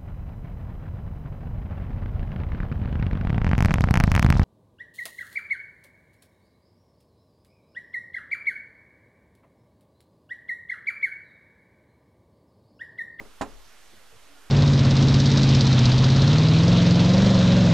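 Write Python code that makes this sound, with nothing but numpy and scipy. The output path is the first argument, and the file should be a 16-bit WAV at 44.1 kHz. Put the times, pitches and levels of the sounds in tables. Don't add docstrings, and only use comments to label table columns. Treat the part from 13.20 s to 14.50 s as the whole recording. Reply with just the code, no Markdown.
import sys
import numpy as np
from scipy import signal
from scipy.fft import rfft, irfft, next_fast_len
from scipy.io import wavfile

SR = 44100
rng = np.random.default_rng(int(sys.argv[2]) if len(sys.argv) > 2 else 0)


def bounce(signal):
    frames = np.transpose(np.atleast_2d(signal))
    limited = np.clip(frames, -1, 1)
    pcm = np.round(limited * 32767).astype(np.int16)
    wavfile.write(sys.argv[1], SR, pcm)


def linear_from_db(decibels):
    return 10 ** (np.asarray(decibels, float) / 20)


N = 57330
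LEAD = 4410
TOTAL = N + LEAD


def at_hz(points, hz, column=1):
    points = np.array(points)
    return np.interp(np.log(hz), np.log(points[:, 0]), points[:, column])


def clock():
    return (np.arange(TOTAL) - LEAD) / SR


def since(start):
    t = clock() - start
    return np.maximum(t, 0), t >= 0


def drift(rate_hz):
    r = np.exp(-80 * np.pi * rate_hz / SR)
    noise = rng.standard_normal(N // 40 + 2300)
    slow = signal.lfilter([1], [1, -2 * r, r * r], noise)[2000:]
    return np.interp(np.arange(TOTAL) / 40, np.arange(len(slow)), slow / slow.std())


def ring(clicks, hz, t60):
    r = linear_from_db(-60 / (t60 * SR))
    w = 2 * np.pi * hz / SR
    return signal.lfilter([0, np.sin(w)], [1, -2 * r * np.cos(w), r * r], clicks + 1e-18)


def band_noise(low_hz, high_hz, noise):
    return signal.sosfilt(signal.butter(2, [low_hz, high_hz], "band", fs=SR, output="sos"), noise)


def bands(gain, channels=1):
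    edges = 22 * 2 ** np.arange(0, 9.5, 1 / 3)
    white = rng.standard_normal((2, channels, TOTAL))
    out = 0
    for k, (low, high) in enumerate(zip(edges, edges[1:])):
        out = out + gain(np.sqrt(low * high)) * band_noise(low, high, white[k % 2])
    return out


def swell(centre, half, hz):
    t = clock() - centre
    return np.exp(-.5 * (t / half) ** 2) * np.cos(2 * np.pi * hz * t)


# start in seconds, peak level in dB.
RAPS = [
    (-.042, -18),
    (.2107, -16),
]
# delays in seconds, signs, levels in dB.
REBOUND_S = [0, .0034, .009, .0107, .0157, .0236, .0276, .0324]
REBOUND_SIGN = [1, 1, -1, 1, 1, 1, -1, 1]
REBOUND_DB = [-3, -1.5, 4, 1, -4, -13, -11.5, -21]
DOOR_HZ = [79, 156, 240, 279, 421, 552, 646, 711, 804, 888, 1015, 1085, 1290, 1855]
# level in dB, t60 in seconds.
DOOR_MODES = [(-25.5, 0.126), (-12, 0.15), (-2.5, 0.071), (-2, 0.082), (-9.5, 0.32), (-13.5, 0.24),
              (-27.5, 0.15), (-5.5, 0.1), (6.5, 0.036), (-9.5, 0.12), (-3.5, 0.077), (2, 0.068),
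              (-7.5, 0.055), (3, 0.031)]
CONTACT_HZ = 1020
THUMP_DB, THUMP_BASS_HZ = -3, 444
MODES_DB, REBOUND_RING_DB = -10, -10.5


def door():
    clicks = np.zeros((2, TOTAL))
    for start, db in RAPS:
        for k, delay in enumerate(REBOUND_S):
            i = int((start + delay) * SR) + LEAD
            clicks[min(k, 1), i] += linear_from_db(db + REBOUND_DB[k]) * REBOUND_SIGN[k]
    soften = signal.bessel(4, CONTACT_HZ, norm="mag", fs=SR, output="sos")
    knuckle, rebounds = signal.sosfilt(soften, clicks)

    thump = linear_from_db(THUMP_DB) * (knuckle + rebounds) * SR / CONTACT_HZ / np.pi
    out = signal.lfilter(*signal.butter(2, THUMP_BASS_HZ, "high", fs=SR), thump)
    drive = knuckle + linear_from_db(REBOUND_RING_DB) * rebounds
    for hz, (db, t60) in zip(DOOR_HZ, DOOR_MODES):
        out = out + linear_from_db(MODES_DB + db) * ring(drive, hz, t60)
    return out


# frequency in Hz, level in dB, t60 in seconds.
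WASH = [(100, -31, 0.25), (254, -26, 0.34), (494, -32.5, 0.33), (1220, -18.5, 0.095), (2200, -28.5, 0.073),
        (4140, -24, 0.049), (8200, -27.5, 0.09), (13000, -34.5, 0.042)]
WASH_RISE_S, WASH_DELAY_S = .003, .002
LATE_DB, LATE_T60_S, LATE_HZ = -20.5, 0.61, 2470


def wash():
    def gain(hz):
        shape = 0
        for start, db in RAPS:
            t, _ = since(start + WASH_DELAY_S)
            early = linear_from_db(-60 * t / at_hz(WASH, hz, column=2))
            late = linear_from_db(LATE_DB - 60 * t / LATE_T60_S) / (1 + (hz / LATE_HZ) ** 2)
            shape = shape + linear_from_db(db) * (early + late) * (1 - np.exp(-t / WASH_RISE_S))
        return shape * linear_from_db(at_hz(WASH, hz)) * np.sqrt(SR / hz)
    return bands(gain)[0]


FLAP_HZ = [2460, 3800, 6850, 7100, 7350]
# level in dB, t60 in seconds.
FLAP_MODES = [(-30, 0.068), (-27, 0.01), (-30.5, 0.024), (-37.5, 0.02), (-33, 0.028)]
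FLAP_DELAY_S, FLAP_TICKS_PER_S, FLAP_T60_S = 0.0022, 900, 0.079


def flap():
    chatter = 0
    for start, db in RAPS:
        t, is_open = since(start + FLAP_DELAY_S)
        chatter = chatter + linear_from_db(db - 60 * t / FLAP_T60_S) * is_open
    out = 0
    for hz, (db, t60) in zip(FLAP_HZ, FLAP_MODES):
        ticks = (rng.random(TOTAL) < FLAP_TICKS_PER_S / SR) * rng.standard_normal(TOTAL)
        out = out + linear_from_db(db) * ring(ticks * chatter, hz, t60)
    return out


# frequency in Hz, level in dB per Hz.
AIR = [(25, -3), (45, 1), (130, -9.5), (300, -6), (600, -7.5), (1500, -7.5), (5000, -14.5), (14000, -23)]
# time in seconds, level in dB.
STIR = [(0, -3), (.2, 0), (.45, -0.5), (.62, 0), (.85, -.5), (1.0, -1), (1.16, 0), (1.3, 0.5)]
AIR_DB, AIR_PATCHY_DB = -59, 1.4


def night():
    air = bands(lambda hz: linear_from_db(at_hz(AIR, hz) + AIR_PATCHY_DB * drift(5.5)))[0]
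    stir_db = np.interp(clock(), *np.transpose(STIR))
    return linear_from_db(AIR_DB + stir_db) * air / air.std()


# frequency in Hz, level in dB per Hz.
HISS = [(25, 8.5), (100, -10), (300, -45), (1000, -25.5), (3000, -14), (7000, -17.5), (14000, -20.5)]
HISS_DB = -60.5


def capsule_hiss():
    hiss = bands(lambda hz: linear_from_db(at_hz(HISS, hz)), channels=2)[:, LEAD:]
    return linear_from_db(HISS_DB) * hiss / hiss.std()


# centre in seconds, frequency in Hz, level in dB, half width in seconds.
BOOMS = [
    (0.028, 26.2, -46.5, 0.07),
    (.25, 27.4, -59, 0.022),
    (.35, 35.2, -41, 0.061),
]


def hall_boom():
    return sum(linear_from_db(db) * swell(centre, half, hz) for centre, hz, db, half in BOOMS)


# start in seconds, frequency in Hz, level in dB, t60 in seconds.
STEPS = [
    (.725, 338, -45.5, 0.086),
    (.726, 235, -48, 0.11),
    (.915, 615, -55.5, 0.081),
    (0.923, 450, -54, 0.23),
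    (.018, 407, -48, 0.046),
    (1.16, 684, -62, 0.11),
]
STEP_ROUGH = 0.82


def footfalls():
    out = 0
    for start, hz, db, t60 in STEPS:
        t, _ = since(start)
        tone = np.sin(2 * np.pi * hz * t + STEP_ROUGH * drift(31))
        out = out + linear_from_db(db - 60 * t / t60) * tone * (1 - np.exp(-t * hz / 3))
    return out


# time in seconds, level in dB.
SHUFFLE = [(0.4, -93), (0.456, -74), (0.576, -91), (0.692, -72.5), (0.782, -65), (0.832, -108),
           (0.964, -60.5), (1.104, -92), (1.118, -96), (1.152, -84), (1.266, -99), (1.3, -92)]
SHUFFLE_HZ = (69, 145)
SHUFFLE_DB = 5


def shuffle():
    rumble = band_noise(*SHUFFLE_HZ, rng.standard_normal(TOTAL))
    level_db = SHUFFLE_DB + np.interp(clock(), *np.transpose(SHUFFLE))
    return linear_from_db(level_db) * rumble / rumble.std()


# centre in seconds, frequency in Hz, level in dB, half width in seconds.
CREAK = [
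    (1.125, 283, -65, .055),
    (1.165, 1418, -65, .05),
]
CREAK_ROUGH = .25


def strap_creak():
    out = 0
    for centre, hz, db, half in CREAK:
        out = out + linear_from_db(db) * swell(centre, half, hz) * (1 + CREAK_ROUGH * drift(19))
    return out


RIGHT_DB, RIGHT_VENT_HZ, RIGHT_BASS_HZ = 6, 321, 19
RIGHT_TOP_HZ, RIGHT_LAG_S = 8950, 4e-6


def right_port(pressure):
    for hz in (RIGHT_VENT_HZ, RIGHT_BASS_HZ):
        pressure = signal.lfilter(*signal.butter(1, hz, "high", fs=SR), pressure)
    pressure = signal.lfilter(*signal.butter(1, RIGHT_TOP_HZ, fs=SR), pressure)
    size = next_fast_len(len(pressure))
    lag = np.exp(-2j * np.pi * np.fft.rfftfreq(size, 1 / SR) * RIGHT_LAG_S)
    return linear_from_db(RIGHT_DB) * irfft(rfft(pressure, size) * lag, size)[:len(pressure)]


def scene():
    raps = door() + wash() + flap() + hall_boom()
    caller = footfalls() + shuffle() + strap_creak()
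    left = raps + caller + night()
    return np.array([left, right_port(left)])[:, LEAD:]


def roll_off(x):
    return signal.sosfilt(signal.butter(12, 14400, fs=SR, output="sos"), x)


OFFSET = [
    [-.0022],
    [-.00325],
]
CUTOFF_HZ = 14900


def record(dry):
    top_cut = signal.cheby2(10, 40, CUTOFF_HZ, fs=SR, output="sos")
    wet = signal.sosfilt(top_cut, dry + capsule_hiss())
    return roll_off(wet + OFFSET)


dry = scene()
out = record(dry)
bounce(out)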